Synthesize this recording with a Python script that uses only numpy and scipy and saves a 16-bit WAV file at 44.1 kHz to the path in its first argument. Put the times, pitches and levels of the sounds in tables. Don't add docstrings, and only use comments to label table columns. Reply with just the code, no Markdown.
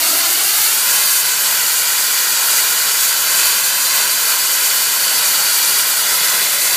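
import sys
import numpy as np
from scipy import signal
from scipy.fft import rfft, irfft, next_fast_len
from scipy.io import wavfile
from scipy.ndimage import uniform_filter1d, map_coordinates

SR = 44100
rng = np.random.default_rng(int(sys.argv[2]) if len(sys.argv) > 2 else 0)


def materialize(psi):
    bounded = np.clip(np.atleast_2d(psi).T, -1, 1)
    quanta = np.round(bounded * 32767).astype(np.int16)
    wavfile.write(sys.argv[1], SR, quanta)


def amplitude_ratio(level_db):
    exponent = np.asarray(level_db, float) / 20
    return 10 ** exponent


N = 298116
HOP = 128
FRAME = 1024
TOP_HZ = 15290

# (time [s], lag [ms])
PLATFORM_LAG = [(0, 3.21), (.1, 3.165), (.3, 2.8), (.8, 2.06), (.92, 1.992), (1.07, 1.955), (1.25, 1.977),
                (1.77, 2.093), (2.12, 2.045), (2.57, 2.074), (3.1, 2.016), (3.8, 1.948), (4.0, 1.955),
                (4.4, 2.026), (5.08, 2.011), (5.72, 2.086), (6.15, 2.022), (6.76, 1.975)]
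# (time [s], hand cupped round the port [1 = usual], port facing the jet [1 = usual])
GRIP = [
    (0, 1.36, 0.37),
    (.7, .85, 0.87),
    (1.3, 1, 1.2),
    (2.3, 0.93, 1.8),
    (3.5, 1.2, 1.34),
    (4.2, 1.25, 1.43),
    (4.7, 1, 1.1),
    (5.5, 1.28, 1),
    (6.2, 0.93, 0.71),
]


def unit(x):
    return x / np.sqrt(np.mean(x ** 2))


def curves(table):
    s, *columns = np.transpose(table)
    return [np.interp(np.arange(N) / SR, s, c) for c in columns]


def between(pair, share):
    raised, low = pair
    return raised + (low - raised) * share


def walk(rate, count):
    k = int(SR / HOP / rate)
    levels = rng.standard_normal((count, N // HOP))[:, :N // HOP // k + 2]
    held = np.repeat(levels, k, axis=1)
    slewed = uniform_filter1d(uniform_filter1d(held, k), k)
    return unit(slewed - uniform_filter1d(slewed, 5 * k))


def late(x, lag_ms, order):
    return map_coordinates(x, [np.arange(N) - lag_ms * SR / 1000], order=order, mode="mirror")


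def spread(rows, where, places):
    at = np.interp(where, places, np.arange(len(places)))
    below = np.minimum(at.astype(int), len(places) - 2)
    share = (at - below)[:, None]
    return (1 - share) * rows[below] + share * rows[below + 1]


def dull(x, hz):
    return signal.sosfiltfilt(signal.butter(1, min(hz, .45 * SR), fs=SR, output="sos"), x)


def lowered():
    raised_ms, lowered_ms = 2.0, 3.2
    return np.clip((curves(PLATFORM_LAG)[0] - raised_ms) / (lowered_ms - raised_ms), 0, 1)


def handling():
    # (time [s], level [dB])
    thud_table = [
        (.31, -71),
        (.42, -75),
        (2.44, -76),
        (2.54, -78.5),
        (4.67, -74.5),
        (5.25, -70),
        (5.65, -76),
        (5.8, -70),
        (6.37, -71.5),
        (6.532, -76),
    ]
    thud_s, reach = 0.038, 4096
    out = np.zeros(N)
    t = np.arange(-reach, reach) / SR / thud_s
    for s, db in thud_table:
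        middle = int(s * SR)
        out[middle - reach:middle + reach] += amplitude_ratio(db) * t * np.exp(-t ** 2)
    return out


def surges(hz, s):
    # (time [s], level [dB], brightness [dB per octave], length [s])
    gust_table = [(0.28, 0.3, 0.1, 0.14), (0.644, 1.5, .8, 0.12), (0.956, 2.5, 0.1, 0.064),
                  (1.141, 1.5, 1.25, 0.065), (1.51, 1, 0.1, .06), (1.795, 0.3, 0.74, 0.075),
                  (2.154, 0.2, 0.2, 0.12), (2.548, 2, 0.26, 0.077), (2.874, 1, -0.6, 0.029),
                  (3.042, 1.6, 0.7, 0.043), (3.433, 2.5, -.1, 0.079), (3.982, 1.4, -0.5, 0.067),
                  (4.315, 1.5, -0.1, 0.027), (4.687, 1.1, 0.33, 0.12), (5.29, 1.5, -0.27, 0.17),
                  (5.704, 1.65, 0.2, 0.11), (6.038, 0.4, 0, 0.066), (6.308, 1.8, -0.94, 0.15),
                  (6.705, 1.7, -0.3, 0.047)]
    pivot_hz, floor_hz = 4800, 900
    at, db, tilt, length = np.transpose(gust_table)[:, :, None]
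    swell = np.exp(-.5 * ((s - at) / length) ** 2)
    octaves = np.log2(np.clip(hz, floor_hz, None) / pivot_hz)[:, None]
    return (db * swell).sum(axis=0) + octaves * (tilt * swell).sum(axis=0)


def jet():
    # (frequency [Hz], density [dB per Hz])
    jet_colour = [(20, -70), (45, -68), (95, -49), (140, -22), (260, -18), (480, -14), (800, -7.5),
                  (1200, -6), (2200, -5), (4000, -5), (6000, -5), (9000, -2.5), (13200, -3), (14300, -6)]
    shared_db, patch_db, flicker_db = .3, .4, .55
    size = next_fast_len(N, True)
    colour_hz, colour_db = np.transpose(jet_colour)
    log_hz = np.log(np.fft.rfftfreq(size, 1 / SR) + 1)
    colour = amplitude_ratio(np.interp(log_hz, np.log(colour_hz), colour_db))
    noise = irfft(colour * rfft(rng.standard_normal(size)), size)[:N]

    hz, s, cells = signal.stft(noise, SR, nperseg=4 * HOP, noverlap=3 * HOP)
    octave = np.log2(np.clip(hz, 100, None) / 100)
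    patches = spread(walk(34, count=9)[:, :len(s)], octave, np.arange(9))
    slices = spread(walk(24, count=25)[:, :len(s)], 3 * octave, np.arange(25))
    shared = walk(44, count=1)[:, :len(s)]
    eddy_db = shared_db * shared + patch_db * patches + flicker_db * slices
    reach = np.clip(hz / 1400.0, 0, 1)[:, None]
    shaken = cells * amplitude_ratio(surges(hz, s) + reach * eddy_db)
    return unit(signal.istft(shaken, SR, nperseg=4 * HOP, noverlap=3 * HOP)[1][:N])


def near_bounces(x):
    sway = [np.interp(np.arange(N), np.arange(len(w)) * HOP, w) for w in walk(2, count=2)]
    turned = curves(GRIP)[1] - 1
    sky = np.interp(np.arange(N) / SR, (5.8, 6.15), [0, 1])
    total = 0
    # (gain, lag [ms], lag change facing the jet [ms], lag change tipped up [ms])
    surfaces = [(0.13, .7, 0.008, -0.15), (0.14, 1.32, -.1, .14)]
    for (gain, ms, turn_ms, tip_ms), w in zip(surfaces, sway):
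        lag_ms = ms + .03 * w + turn_ms * turned + tip_ms * sky
        total = total + gain * late(x, lag_ms, order=1)
    return (1 + 0.35 * sky) * total


def bounces(x):
    # (lag [ms], gain)
    far_table = [(2.95, .13), (3.75, .05), (4.75, .05)]
    low_gain, treble_gain = (.43, .6), (.32, 0.051)
    near_share, far_share = (1, .4), (1.02, 1.8)
    hiss_db, roar_db = (-0.26, 2), (0.66, 3.5)
    low_rise, treble_fade, body_rise = 0.55, .25, .3

    low = lowered()
    near = near_bounces(x)
    far = sum(g * late(x, ms, order=1) for ms, g in far_table)
    body = .25 * np.clip(low / body_rise, 0, 1) * late(x, 1.4, order=1)
    others = dull(between(near_share, low) * near + between(far_share, low) * far + body, 5680)

    ground = late(x, curves(PLATFORM_LAG)[0], order=3)
    lows = dull(ground, 3300)
    bass_bounce = between(low_gain, np.clip(low / low_rise, 0, 1)) * lows
    treble_bounce = between(treble_gain, np.clip(low / treble_fade, 0, 1)) * (ground - lows)
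    heard = x + bass_bounce + treble_bounce + others
    heard = heard + (amplitude_ratio(between(hiss_db, low)) - 1) * (heard - dull(heard, 6000))
    return heard + (amplitude_ratio(between(roar_db, low)) - 1) * dull(heard, 686)


def scene():
    mono = bounces(jet()) * amplitude_ratio(-14.5) + amplitude_ratio(18) * handling()
    return np.tile(mono, (2, 1))


def port(mono):
    # (frequency [Hz], width [Hz], share added [negative = notch])
    port_table = [
        (4576, 560, .8),
        (4793, 210, .4),
        (5150, 300, -.6),
        (7000, 1000, .35),
        (1558, 670, .3),
        (9790, 1100, -.2),
        (320, 70, .8),
        (160.6, 130, 0.63),
    ]
    cup, facing = curves(GRIP)
    low = lowered()
    notch_grip = cup * (1 - .45 * np.sqrt(low))
    grip = [cup, cup ** 2 * (1 - low), notch_grip, facing, facing, facing, 0.27 + low, 1]
    for held, (hz, width, share) in zip(grip, port_table):
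        mono = mono + held * share * signal.lfilter(*signal.iirpeak(hz, hz / width, fs=SR), mono)
    return mono


def phone_rounding(mono):
    # (frequency [Hz], step [dB])
    step_table = [(40, -55), (100, -40), (150, -22), (500, -14), (1000, -6), (1600, -3), (3400, -2),
                  (4600, 2.5), (9000, 3.5), (15300, 5)]
    n = np.arange(2 * FRAME)[:, None] + .5
    line = np.arange(int(TOP_HZ * 2 * FRAME / SR)) + .5
    window = np.sin(np.pi * n / (2 * FRAME))
    basis = window * np.cos(np.pi / FRAME * (n + FRAME / 2) * line) * np.sqrt(2 / FRAME)
    lead = FRAME - 214
    hops = np.pad(mono, (lead, 2 * FRAME - (N + lead) % FRAME), "reflect").reshape(-1, FRAME)
    lines = np.hstack([hops[:-1], hops[1:]]) @ basis

    treble = np.sqrt(np.mean(lines[:, FRAME // 4:] ** 2, axis=1, keepdims=True))
    step_hz, step_db = np.transpose(step_table)
    line_hz = line * SR / (2 * FRAME)
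    step = treble * amplitude_ratio(np.interp(np.log(line_hz), np.log(step_hz), step_db))
    whole = np.floor(np.abs(lines / step) ** .75 + .4054)
    blur = .08 * rng.standard_normal(lines.shape)
    frames = (step * (np.sign(lines) * whole ** (4 / 3) + blur)) @ basis.T
    out = np.zeros_like(hops)
    out[:-1] += frames[:, :FRAME]
    out[1:] += frames[:, FRAME:]
    return out.ravel()[lead:lead + N]


def side_noise(mono):
    # (frame [count], low edge [Hz], high edge [Hz])
    side_table = [(4, 4200, 5200), (45, 4200, 5700), (91, 7600, 8950), (102, 9650, 11000),
                  (157, 6250, 7600), (190, 4600, 5700), (200, 7550, 9650), (222, 4600, 6250),
                  (222, 8950, 11700), (248, 13750, 15150), (265, 4200, 5200), (265, 10300, 11700),
                  (269, 4600, 5700), (269, 11700, 13100), (271, 5700, 7600), (290, 11700, 13100)]
    side = np.zeros(N + FRAME)
    hz = np.fft.rfftfreq(2 * FRAME, 1 / SR)
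    window = np.hanning(2 * FRAME)
    for frame, lo, hi in side_table:
        start = int(frame - 1) * FRAME + 86
        other = rfft(mono[::-1].take(np.arange(start, start + 2 * FRAME), mode="wrap"))
        side[start:start + 2 * FRAME] += window * irfft(other * (hz > lo) * (hz < hi))
    return amplitude_ratio(-1.0) * side[:N]


def roll_off(x):
    return signal.sosfilt(signal.butter(12, 16150, fs=SR, output="sos"), x)


def record(dry):
    ceiling = .82
    mono = phone_rounding(np.clip(port(dry[0]), -ceiling, ceiling))
    band_limit = signal.ellip(12, .1, 45, TOP_HZ + 20, fs=SR, output="sos")
    mono = signal.sosfiltfilt(band_limit, mono)
    side = side_noise(mono)
    return roll_off(np.array([mono + side, mono - side]))


dry = scene()
out = record(dry)
materialize(out)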